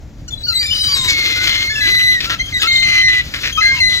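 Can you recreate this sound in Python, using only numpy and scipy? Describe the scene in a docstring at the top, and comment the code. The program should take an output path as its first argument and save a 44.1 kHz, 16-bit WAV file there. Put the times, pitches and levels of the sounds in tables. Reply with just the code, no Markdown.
"""Gulls squabbling on a beach

Gulls squabble over scraps on an open beach, a few metres from a two-port microphone.
Wind and surf rumble underneath as filtered noise, and farther birds chatter as a blur of noise.
Whistles, peeps, mews and long piercing cries near 2 kHz are harmonic tones with unsteady pitch.
Harsh rattling rasps are rows of uneven snaps and noise puffs, ringing in a throat resonance."""
import sys
import numpy as np
from scipy import signal
from scipy.fft import rfft, irfft, next_fast_len
from scipy.io import wavfile

SR = 44100
rng = np.random.default_rng(int(sys.argv[2]) if len(sys.argv) > 2 else 0)


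def int16_out(signal):
    """Quantize to a 16-bit WAV file."""
    q = np.round(np.clip(np.atleast_2d(signal).T, -1, 1) * 32767)
    wavfile.write(sys.argv[1], SR, q.astype(np.int16))


N = 176400  # samples: 4 seconds

# tone colour of the harsh voices, near and far: frequency_hz, relative_level_db
HARSH_COLOUR = [(150, -24), (300, -8), (850, -20.5), (1250, -8), (4200, -0.5), (7000, -14.5), (10000, -12),
                (15500, -13)]
# how much earlier a call reaches the left port, and how far that varies between calls (share)
LEAD_S, WHISTLE_LEAD_S, LEAD_SPREAD = 0.00014, 0.000197, 0.15
ATTACK_S, RELEASE_S = 0.0063, 0.012  # opening and closing of a call


def amp(db):
    """Turns decibels into a gain."""
    return 10 ** (np.asarray(db) / 20)


def unit(x):
    """Scales a sound to an rms (average strength) of 1."""
    return x / np.sqrt(np.mean(x ** 2) + 1e-20)


def read(points, hz):
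    """Reads a (Hz, dB) curve as gains, joining its points along a logarithmic frequency axis."""
    point_hz, db = np.transpose(points)
    return amp(np.interp(np.log(hz + 1), np.log(point_hz), db))


def colour(x, gain):
    """Filters a sound by multiplying its spectrum by a gain that depends on frequency."""
    size = next_fast_len(2 * len(x))
    spectrum = rfft(x, size) * gain(np.fft.rfftfreq(size, 1 / SR))
    return irfft(spectrum, size)[:len(x)]


def wander(size, hz):
    """A smooth random curve of rms about 1, moving at rates up to about hz."""
    noise = rng.standard_normal(size + SR // 2)
    return unit(colour(noise, lambda f: np.exp(-(f / hz) ** 2)))[:size]


def gate(t):
    """The quick, smooth opening and closing of a call."""
    opening = np.sin(np.pi / 2 * np.clip(t / ATTACK_S, 0, 1))
    closing = np.sin(np.pi / 2 * np.clip((t[-1] - t) / RELEASE_S, 0, 1))
    return opening * closing


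def add(mix, start_s, sound, lead_s):
    """Places a call in the mix; the sound reaches the right port slightly later than the left."""
    lag_s = lead_s * (1 + LEAD_SPREAD * rng.uniform(-1.13, 1))
    # turning the phase in step with frequency delays by a fraction of a sample
    late = colour(sound, lambda f: np.exp(-2j * np.pi * f * lag_s))
    part = mix[:, max(round(start_s * SR), 0):][:, :len(sound)]
    part += np.array([sound, late])[:, :part.shape[1]]


def syrinx(t, hz, gains, quaver, rough, flutter_db):
    """A bird's voice: pitch quavers slowly and jitters quickly, and each harmonic flutters alone."""
    hz = hz * (1 + quaver * wander(len(t), 33.8) + rough * wander(len(t), 500))
    phase = 2 * np.pi * np.cumsum(hz) / SR
    voice = 0
    for k, gain in enumerate(gains, 1):
        flutter = amp(flutter_db * wander(len(t), 54))
        audible = k * hz < SR / 2  # leave out what is too high for the sample rate
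        voice = voice + gain * flutter * np.sqrt(2) * np.sin(k * phase) * audible
    return gate(t) * voice


def follow(table):
    """Turns the points of a long call into its start, time axis and control curves."""
    point_s, *columns = np.transpose(table)
    t = np.arange(0, point_s[-1] - point_s[0] + RELEASE_S + ATTACK_S / 2, 1 / SR)
    start_s = point_s[0] - ATTACK_S / 2
    return start_s, t, [np.interp(t + start_s, point_s, column) for column in columns]


def wind():
    """Low rumble of wind and surf: filtered noise, mostly shared by both ports."""
    # balance of low and high rumble: frequency_hz, relative_level_db
    rumble_colour = [(15, -51), (25, -0.5), (95, 2), (135, -3), (167, -9), (326, -15), (363, -23.5),
                     (637, -21.5), (1000, -31.5), (15000, -44)]
    # strength of the rumble before its random swells: time_s, level_db
    rumble_level = [(0.0, -38.5), (3.87, -36.5), (4.0, -38)]
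    shared, left, right = [
        unit(colour(rng.standard_normal(N), lambda f: read(rumble_colour, f))) for _ in range(3)]
    level_db = np.interp(np.arange(N) / SR, *np.transpose(rumble_level))
    level = amp(level_db + 1.33 * wander(N, 14))
    return level * unit(shared + 0.34 * np.array([left, right]))


def flock():
    """Blurred chatter of birds farther away: harsh noise with a fluttering level."""
    # strength of the crowd before its flutter: time_s, level_db
    crowd_level = [(0, -75.5), (.45, -48.5), (1.0, -26.5), (2.4, -37.5), (4, -35)]
    out = np.zeros((2, N))
    level = amp(np.interp(np.arange(N) / SR, *np.transpose(crowd_level)))
    flutter = amp(3.8 * wander(N, 20))
    noise = unit(colour(rng.standard_normal(N), lambda f: read(HARSH_COLOUR, f)))
    add(out, 0, level * flutter * noise, LEAD_S)
    return out


def mews():
    """Mews and yelps: the pitch glides and bends in an arch, with up to nine harmonics."""
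    # one mew a row: start_s, length_s, first_pitch_hz, last_pitch_hz, pitch_arch (share of pitch),
    # level_db (all harmonics together), tilt_db (change from each harmonic to the next)
    mew_list = [(0.278, 0.022, 1534, 1414, -0.016, -33.5, 4), (0.466, 0.073, 1497, 1340, -0.027, -31, -1),
                (0.529, 0.13, 2000, 1740, 0.1, -36, -3), (0.883, 0.21, 1151, 994, 0, -31, 0.5),
                (1.359, 0.13, 1431, 1417, 0.052, -31.5, -14), (1.696, 0.18, 1726, 1623, 0.029, -27, -3),
                (2.253, 0.12, 1300, 1297, 0.056, -31.5, -4.5),
                (2.394, 0.033, 2010, 2100, 0.0037, -23.5, -4.5),
                (2.523, 0.073, 2083, 1922, -0.0054, -25, -7.5), (2.593, .042, 1487, 1417, .17, -27, 0),
                (2.631, .05, 1261, 1382, 0.00047, -22, -5), (3.02, 0.093, 1895, 1840, 0.01, -25, -5),
                (3.573, 0.045, 1220, 1314, 0.013, -20, -4.5),
                (3.619, 0.11, 1677, 1630, -0.0079, -24.5, -10.5),
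                (3.716, 0.091, 1108, 920, 0.018, -33.5, -0.5)]
    out = np.zeros((2, N))
    for start_s, length_s, first_hz, last_hz, arch, db, tilt_db in mew_list:
        t = np.arange(0, length_s, 1 / SR)
        glide = first_hz + (last_hz - first_hz) * t / length_s
        hz = glide * (1 + arch * np.sin(np.pi * t / length_s))
        k = np.arange(9)
        # harmonics above about 6500 Hz fade out
        gains = amp(tilt_db * k) / (1 + (first_hz * (k + 1) / 6500) ** 6)
        gains = amp(db) * gains / np.linalg.norm(gains)
        add(out, start_s, syrinx(t, hz, gains, quaver=0.0049, rough=0.0096, flutter_db=2.0), LEAD_S)
    return out


def peeps():
    """Short thin peeps: the pitch glides straight, and the higher harmonics are weak."""
    # one peep a row: start_s, length_s, first_pitch_hz, last_pitch_hz,
    # level_db (the harmonics are set above or below it)
    peep_list = [(0.306, 0.043, 3530, 3410, -39), (0.325, 0.12, 4020, 3944, -46.5),
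                 (0.434, 0.08, 4440, 4620, -31), (0.481, 0.058, 4330, 4000, -30),
                 (0.559, 0.048, 4500, 4350, -31), (0.603, .135, 3750, 3540, -32.5),
                 (0.608, .1, 2350, 2328, -37.5), (0.701, .23, 2963, 3095, -33.5),
                 (0.744, .14, 3964, 3920, -32), (1.755, 0.062, 2730, 2583, -30),
                 (2.388, .11, 3150, 3230, -38), (2.539, 0.32, 3827, 3708, -31),
                 (2.67, .36, 3135, 3100, -35.5), (3.522, 0.095, 3280, 3070, -32),
                 (3.763, 0.053, 2790, 2665, -34.5)]
    out = np.zeros((2, N))
    for start_s, length_s, first_hz, last_hz, db in peep_list:
        t = np.arange(0, length_s, 1 / SR)
        hz = first_hz + (last_hz - first_hz) * t / length_s
        gains = amp(db + np.array([4.5, -10, -14, -15]))
        add(out, start_s, syrinx(t, hz, gains, quaver=0.006, rough=0.006, flutter_db=4.5), LEAD_S)
    return out


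def whistles():
    """A young gull's begging whistles, off to the left: high, quavering, with three harmonics."""
    # one table a whistle, its points in order: time_s, pitch_hz, fundamental_level_db
    whistle_list = [
        [(.525, 4280, -31), (.56, 4010, -17), (.593, 3840, -27)],
        [(0.594, 4650, -21), (0.682, 4980, -31), (0.943, 4743, -19.5)],
        [(.945, 3883, -19.5), (1.02, 3675, -23.5), (1.055, 3880, -19), (1.1, 3650, -24)],
    ]
    out = np.zeros((2, N))
    for table in whistle_list:
        start_s, t, (hz, db) = follow(table)
        gains = [amp(db), amp(db - 7.5), amp(db - 16)]
        voice = syrinx(t, hz, gains, quaver=0.00694, rough=0.0069, flutter_db=2.0)
        add(out, start_s, voice, WHISTLE_LEAD_S)
    return out


def rasps():
    """Uneven snaps of the syrinx, each with a puff of noise, ring in a wide throat resonance."""
    # one rasp a row: start_s, length_s, level_db, throat_resonance_hz
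    rasp_list = [(0.621, 0.41, -33, 4330), (1.084, 0.058, -22.5, 5460), (1.129, 0.36, -24.5, 3060),
                 (1.47, 0.17, -21, 2820), (1.833, 0.076, -24, 2800), (1.936, 0.029, -25, 3340),
                 (1.991, 0.033, -26.5, 2730), (2.028, 0.14, -33.5, 3400), (2.201, 0.067, -24, 2580),
                 (2.294, .06, -22, 2460), (2.614, 0.064, -19, 2830), (2.82, .21, -24, 2450),
                 (3.079, .15, -26, 2830), (3.336, 0.067, -27, 2220), (3.43, 0.087, -23.5, 2330),
                 (3.598, .2, -31.5, 3020), (3.891, .13, -29, 2950)]
    rate_hz, jitter, breath = 320, 0.1, 0.32  # typical snap rate, its unevenness, share of puffs
    throat_width_hz, throat_db = 1370, 13.5
    out = np.zeros((2, N))
    for start_s, length_s, db, throat_hz in rasp_list:
        t = np.arange(0, length_s, 1 / SR)
        unevenness = wander(len(t), 25) + wander(len(t), 300)
        turns = np.cumsum(rate_hz * np.exp(jitter * unevenness)) / SR
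        # one snap for each whole turn; a puff dies away within each turn
        snaps = np.diff(np.floor(turns), prepend=0) * amp(1.95 * wander(len(t), 170))
        puffs = np.exp(-(turns % 1) / 0.38) * rng.standard_normal(len(t))
        drive = unit(snaps) * (1 - breath) + unit(puffs) * breath
        # a very short noisy ring, its spectrum partly evened out, blurs each snap
        ring = np.exp(-t / 0.00064) * rng.standard_normal(len(t))
        even_ring = colour(ring, lambda f: 1 / np.sqrt(abs(rfft(ring, 2 * len(f) - 2)) + 1e-6))
        drive = signal.fftconvolve(drive, unit(even_ring))[:len(t)]

        def throat(f):
            """Boosts a wide band around the throat resonance, on top of the harsh colour."""
            boost_db = throat_db / (1 + ((f - throat_hz) / throat_width_hz) ** 2)
            return read(HARSH_COLOUR, f) * amp(boost_db)

        voice = colour(drive, throat) * gate(t) * amp(3.2 * wander(len(t), 38))
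        add(out, start_s, amp(db) * unit(voice), LEAD_S)
    return out


def cries():
    """Long held cries: a strong fundamental and octave; louder cries quaver less."""
    # one table a cry, its points in order: time_s, pitch_hz, fundamental_level_db, octave_level_db
    cry_list = [
        [(1.08, 2225, -21, -26), (1.348, 2046, -26, -29), (1.72, 2154, -27, -27.5)],
        [(1.81, 2004, -22.5, -21.5), (2.12, 2001, -18.5, -19.5), (2.19, 1915, -23.5, -34)],
        [(2.672, 2132, -21.5, -21.5), (3.09, 2017, -18, -24), (3.205, 1985, -22.5, -30)],
        [(3.612, 2060, -18, -26.5), (3.658, 2078, -16, -17), (3.76, 2152, -22.5, -40)],
        [(3.803, 2100, -19, -18), (3.819, 2067, -16.5, -17.5), (3.99, 1973, -28, -23.5)],
    ]
    # harmonics 3 to 7, one value each: level_db relative to the octave
    overtones_db = [-19.5, -20, -22, -19, -26]
    out = np.zeros((2, N))
    for table in cry_list:
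        start_s, t, (hz, db, octave_db) = follow(table)
        gains = [amp(db), amp(octave_db)] + [amp(octave_db + d) for d in overtones_db]
        # the quaver shrinks for cries whose average level is above -23.5 dB
        shaky = amp(-np.maximum(np.mean(db) + 23.5, 0))
        voice = syrinx(t, hz, gains, quaver=0.00906 * shaky, rough=0.0045, flutter_db=1.12)
        add(out, start_s, voice, LEAD_S)
    return out


def beach(x):
    """Faint, short scatter from the sand and the nearby structure: a fading noise echo."""
    t = np.arange(SR // 2) / SR
    tail = rng.standard_normal((2, len(t))) * amp(-60 * t / 0.26)  # falls 60 dB in 0.26 s
    tail = tail / np.linalg.norm(tail[0])
    return amp(-12) * signal.fftconvolve(x, tail, axes=1)[:, :N]


def scene():
    """All the birds, their scatter and the wind."""
    birds = flock() + mews() + peeps() + whistles() + rasps() + cries()
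    return birds + beach(birds) + wind()


def record(dry):
    """Each port has its own peaks and notches; then a low-pass filter removes the top treble."""
    # response of each microphone port: frequency_hz, gain_db
    left_port = [(7000, 6), (8200, 0), (8800, -33), (9700, -3)]
    right_port = [(500, 5.5), (1200, -0.5), (2050, 6.5), (3000, -4), (6600, 8), (7500, 2.5), (8100, -58),
                  (9400, -33), (10200, -36), (12000, -0.5), (15000, -24)]
    left = colour(dry[0], lambda f: read(left_port, f))
    right = colour(dry[1], lambda f: read(right_port, f))
    low_pass = signal.firwin(511, 15900, window=("kaiser", 9), fs=SR)  # cutoff in Hz
    return signal.oaconvolve(np.array([left, right]), low_pass[None], "same")


dry = scene()
out = record(dry)
int16_out(out)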